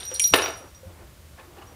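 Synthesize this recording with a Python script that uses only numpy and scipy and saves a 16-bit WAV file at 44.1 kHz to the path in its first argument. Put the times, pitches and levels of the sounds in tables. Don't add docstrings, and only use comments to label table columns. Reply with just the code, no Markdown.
import sys
import numpy as np
from scipy import signal
from scipy.fft import rfft, irfft
from scipy.io import wavfile

SR = 44100
rng = np.random.default_rng(int(sys.argv[2]) if len(sys.argv) > 2 else 0)


def dump(signal):
    limited = np.clip(np.atleast_2d(signal).T, -1, 1)
    pcm = np.round(limited * 32767).astype(np.int16)
    wavfile.write(sys.argv[1], SR, pcm)


N = 77175
T = np.arange(N) / SR

BELL_RISE_S, FAVOUR_WIDTH_HZ, UNFAVOURED_DB = .0008, 510, -23.5
TWIN_BELOW_HZ, TWIN_DB = 43.2, -33
FLUTTER_DB, FLUTTER_HZ, WANDER_RAD, WANDER_HZ = 1.44, 56, 0.92, 22
PAW_FROM_S, PAW_TO_S, PAW_DB = .8, 1.2, -20
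PARTIALS_HZ = [5740, 8839, 10216, 11220, 12842, 13415, 15360]
# relative level in dB, free ring time (t60) in seconds.
SHELL = [(-1, 0.39), (2, 0.18), (3, 0.17), (-3.5, 0.37), (2.5, 0.18), (-2, 0.14), (-1.5, 0.18)]
# start in seconds, drive of the lowest partial in dB, drive of the overtones
# in dB, pitch that the contact point favours in Hz, share of the free ring time.
PELLET_HITS = [(0.0005, -40, -40, 8650, 0.78), (0.001, -64, -37, 11760, 0.47),
               (0.033, -39.5, -38, 8700, 0.73), (0.051, -33, -41.5, 12900, 0.47),
               (0.066, -30.5, -50, 8700, 1), (0.076, -28.5, -36.5, 8300, 1),
               (0.1423, -29.5, -27, 9350, 0.74), (0.151, -30.5, -61, 14900, 0.55),
               (0.1957, -41, -12, 9430, 0.21), (0.1995, -16.5, -27.5, 8800, 0.8),
               (0.214, -38, -20.5, 10000, 0.43), (0.219, -58, -14.5, 9600, 0.41),
               (0.2421, -37, -23, 12600, 0.13), (0.243, -10, -25, 11400, 0.53),
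               (0.261, -14.5, -28, 15400, 0.24), (0.275, -26, -18, 12270, 0.49),
               (0.295, -42, -33, 8800, 0.67), (0.338, -52, -22.5, 9270, 0.62), (0.339, -48, -33, 12800, 1),
               (0.346, -59, -29, 16000, 0.75), (0.3574, -41, -21.5, 13880, 0.71),
               (0.359, -59, -23.5, 10130, 0.3), (0.372, -63, -30, 8900, 1), (0.413, -44, -36, 9870, 1),
               (0.424, -21.5, -45, 12800, 0.53), (0.4365, -44, -37, 15500, 0.99),
               (0.464, -46, -58, 15700, 0.51), (0.484, -34, -43, 12700, 0.43),
               (0.504, -33, -37, 8800, 0.23), (0.536, -40, -65, 8900, 0.47),
               (0.5696, -41.5, -45.5, 10800, 0.61), (0.747, -46, -62, 8800, 1),
               (1.67, -53, -78, 8800, 0.79)]


def bell():
    out = np.zeros(N)
    for k, (hz, (db, t60)) in enumerate(zip(PARTIALS_HZ, SHELL)):
        energy = np.zeros(N)
        for start, low_db, overtone_db, favoured_hz, share in PELLET_HITS:
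            favour = amp(UNFAVOURED_DB) + np.exp(-.5 * ((hz - favoured_hz) / FAVOUR_WIDTH_HZ) ** 2)
            strength = amp(overtone_db) * favour if k else amp(low_db)
            add(energy, start, (strength * attack(BELL_RISE_S) * decay(t60 * share)) ** 2)
        tone = np.sin(2 * np.pi * hz * T + WANDER_RAD * drift(WANDER_HZ))
        twin = amp(TWIN_DB) * np.sin(2 * np.pi * (hz - TWIN_BELOW_HZ) * T)
        out += np.sqrt(energy) * amp(db + FLUTTER_DB * drift(FLUTTER_HZ)) * (tone + twin)
    paw_down = 1. * ((T > PAW_FROM_S) & (T < PAW_TO_S))
    return out * amp(PAW_DB * lowpass(paw_down, 50))


CLICK_RISE_S, CLICK_CYCLES, GRIT_DB, GRIT_T60_S = 0.000063, 34, -16, 0.047
# start in seconds, level in dB, pitch in Hz.
CLASP_HITS = [(0.0068, -24, 3530), (0.031, -25, 3680), (0.051, -30, 3920), (0.065, -31.5, 4100),
              (0.114, -30.5, 6940), (0.115, -29, 3000), (0.1408, -17, 8840), (0.149, -23.5, 4270),
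              (0.161, -22, 4200), (0.167, -25, 4060), (0.1963, -7, 6760), (0.1963, -12.5, 3120),
              (0.1999, -13.5, 2370), (0.2188, -21, 4970), (0.2408, -11, 4040), (0.253, -24, 3880),
              (0.276, -22, 4200), (0.7472, -45, 3660)]


def clasp():
    out = np.zeros(N)
    for start, db, hz in CLASP_HITS:
        grit = noise([(hz / 4, -22), (hz, 0), (hz * 4, -34)]) * decay(GRIT_T60_S)
        click = (ring(hz, CLICK_CYCLES / hz) + amp(GRIT_DB) * grit) * attack(CLICK_RISE_S)
        add(out, start, amp(db) * highpass(click, hz * 0.87))
    return out


WOOD_DB, WOOD_T60_AT_1KHZ_S, CRACK_DB, CRACK_T60_S = -15.5, .036, -5, 0.026
# pitch in Hz, relative level in dB.
WOOD_MODES = [(308, -2), (397, 1), (469, 1.5), (668, 0.5), (848, -3), (1043, -3), (1420, 0.5), (1730, -1),
              (2030, -6.5), (2412, -1.5), (2643, 3.5), (2977, 1.5), (3725, 1), (3925, -5), (4840, -17)]
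# frequency in Hz, relative level in dB.
CRACK_EQ = [(60, -50), (150, -45), (350, 8.5), (900, -2), (1800, 0), (3800, -1.5), (5000, -5.5),
            (8000, -11.5), (16000, -11)]
# start in seconds, level in dB, low cut in Hz, high cut in Hz.
LANDINGS = [(0.3369, 3.5, 204, 4230), (0.3418, -2, 1630, 6160), (0.3548, -11, 278, 2980),
            (0.362, -14.5, 288, 3500), (0.3871, -12, 282, 4200), (0.395, -11, 283, 2520),
            (0.408, -22.5, 323, 2500), (0.42, -14, 325, 5000), (0.431, -38, 332, 3000),
            (0.4392, -17.5, 332, 4000), (0.4597, -16, 328, 4000), (0.469, -21, 321, 4000),
            (0.4796, -17.5, 300, 3350), (0.487, -29, 287, 3000), (0.499, -22.5, 280, 1480)]


def stick():
    body = np.zeros(N)
    for k, (hz, db) in enumerate(WOOD_MODES):
        t60 = WOOD_T60_AT_1KHZ_S * (hz / 1000) ** -.35
        body += (-1) ** k * amp(db) * ring(hz, t60)
    out = np.zeros(N)
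    for start, db, low_cut, high_cut in LANDINGS:
        crack = amp(CRACK_DB) * noise(CRACK_EQ) * decay(CRACK_T60_S)
        knock = lowpass(amp(WOOD_DB) * body + crack, high_cut)
        add(out, start, amp(db) * highpass(knock, low_cut))
    return out


BUMP_RISE_CYCLES = 0.75
# start in seconds, level in dB, pitch in Hz, t60 in seconds.
PAW_BUMPS = [(0.1148, -30, 511, 0.08), (0.187, -50, 84.5, .15), (0.289, -42, 89, 0.081),
             (0.311, -32, 166, 0.24), (0.323, -23, 84, 0.11), (0.40, -37.5, 83.6, 0.29),
             (0.612, -39, 535, 0.083), (0.8315, -37, 526, .1), (0.853, -32, 86.1, .27),
             (0.863, -39, 187, 0.11), (0.999, -39, 87.4, 0.23), (1.02, -43.5, 334, 0.21),
             (1.037, -31, 67, .15), (1.188, -37.5, 82.6, 0.27), (1.385, -43, 1733, .08),
             (1.39, -42, 1032, 0.061), (1.398, -42, 2530, 0.03), (1.421, -41, 107, 0.077),
             (1.477, -47, 353.5, 0.22), (1.581, -40, 363, 0.092), (1.587, -46.5, 2850, 0.03),
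             (1.623, -41.5, 2900, 0.026), (1.628, -46, 92.6, .25)]
# frequency in Hz, relative level in dB.
FUR_EQ = [(60, -42), (230, -7), (340, 3), (500, -1), (950, 0.5), (1700, -1.5), (3500, 2), (8000, 2),
          (16000, -20)]
# peak time in seconds, half length in seconds, level in dB, high cut in Hz.
SCUFFS = [(0.01, 0.036, -45, 3900), (0.123, 0.0091, -42.5, 2240), (0.153, 0.076, -49.5, 4240),
          (0.331, 0.0027, -36, 1810), (0.626, 0.035, -48.5, 960), (0.892, 0.043, -56, 825),
          (1.002, 0.037, -51.5, 980), (1.398, 0.016, -47, 1510), (1.447, 0.012, -55.5, 1550),
          (1.504, .025, -56.5, 455), (1.566, 0.042, -52.5, 990), (1.59, 0.021, -47.5, 1010),
          (1.625, 0.0088, -45, 1270), (1.704, 0.037, -52.5, 960)]


def cat():
    out = np.zeros(N)
    for start, db, hz, t60 in PAW_BUMPS:
        add(out, start, amp(db) * ring(hz, t60) * attack(BUMP_RISE_CYCLES / hz))
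    for peak, half_length, db, high_cut in SCUFFS:
        brush = lowpass(noise(FUR_EQ), high_cut)
        swell = np.exp(-.5 * ((T - peak) / half_length) ** 2)
        out += amp(db) * brush / brush.std() * swell
    return out


PREDELAY_S, BUILD_S = 0.0085, 0.0027
# frequency in Hz, level in dB, t60 in seconds.
REVERB_BANDS = [(100, -9, .4), (220, -14, 0.29), (404, -2, 0.25), (1310, -3.5, 0.49), (2780, -9.5, 0.43),
                (6160, -5.5, 0.53), (10000, -5, 0.51), (16000, -6, 0.43)]


def reverb(x):
    bands = np.array(REVERB_BANDS)
    hz, t, spectrum = signal.stft(rng.standard_normal(N), SR, nperseg=256)
    rate = np.log(1000) / read_curve(bands[:, [0, 2]], hz)[:, None]
    gain = amp(read_curve(bands[:, :2], hz))[:, None]
    fade = np.exp(-rate * t) * np.sqrt(2 * rate / SR)
    tail = signal.istft(spectrum * gain * fade, SR, nperseg=256)[1][:N]
    onset = np.clip((T - PREDELAY_S) / BUILD_S, 0, 1)
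    return signal.fftconvolve(x, tail * onset)[:N]


AIR_DB = -50
# frequency in Hz, relative level in dB.
AIR_EQ = [(12, -48), (20, -21), (80, 0.5), (106, -4.5), (137, -8.5), (259, -18), (372, -16), (427, -20.5),
          (597, -17), (705, -23.5), (1340, -23.5), (6360, -30.5), (7110, -30), (14300, -32.5),
          (15500, -33.5)]


def room_tone():
    return amp(AIR_DB) * noise(AIR_EQ)


def amp(db):
    return 10 ** (np.asarray(db) / 20)


def read_curve(points, hz):
    point_hz, value = np.transpose(points)
    return np.interp(np.log(hz + 1), np.log(point_hz), value)


def add(mix, start, sound):
    part = mix[max(round(start * SR), 0):]
    part += sound[:len(part)]


def attack(rise_s):
    return 1 - np.exp(-T / rise_s)


def decay(t60):
    return np.exp(-np.minimum(np.log(1000) * T / t60, 60))


def ring(hz, t60):
    return np.sin(2 * np.pi * hz * T) * decay(t60)


def noise(eq):
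    gain = amp(read_curve(eq, np.fft.rfftfreq(N, 1 / SR)))
    x = irfft(rfft(rng.standard_normal(N)) * gain, N)
    return x / x.std()


def drift(hz):
    x = lowpass(rng.standard_normal(N), hz)
    return x / x.std()


def lowpass(x, hz):
    return signal.sosfilt(signal.butter(2, hz, fs=SR, output="sos"), x)


def highpass(x, hz):
    return signal.sosfilt(signal.butter(4, hz, "high", fs=SR, output="sos"), x)


def scene():
    sources = [(bell(), -5), (clasp(), -1.5), (stick(), 1), (cat(), 0)]
    direct = sum(x for x, _ in sources)
    send = sum(x * amp(send_db) for x, send_db in sources)
    return (direct + reverb(send) + room_tone())[None]


def record(dry):
    high_cut = signal.firwin(401, cutoff=15650, window=("kaiser", 8), fs=SR)
    return signal.oaconvolve(np.clip(dry, -1, 1), high_cut[None], "same")


dry = scene()
out = record(dry)
dump(out)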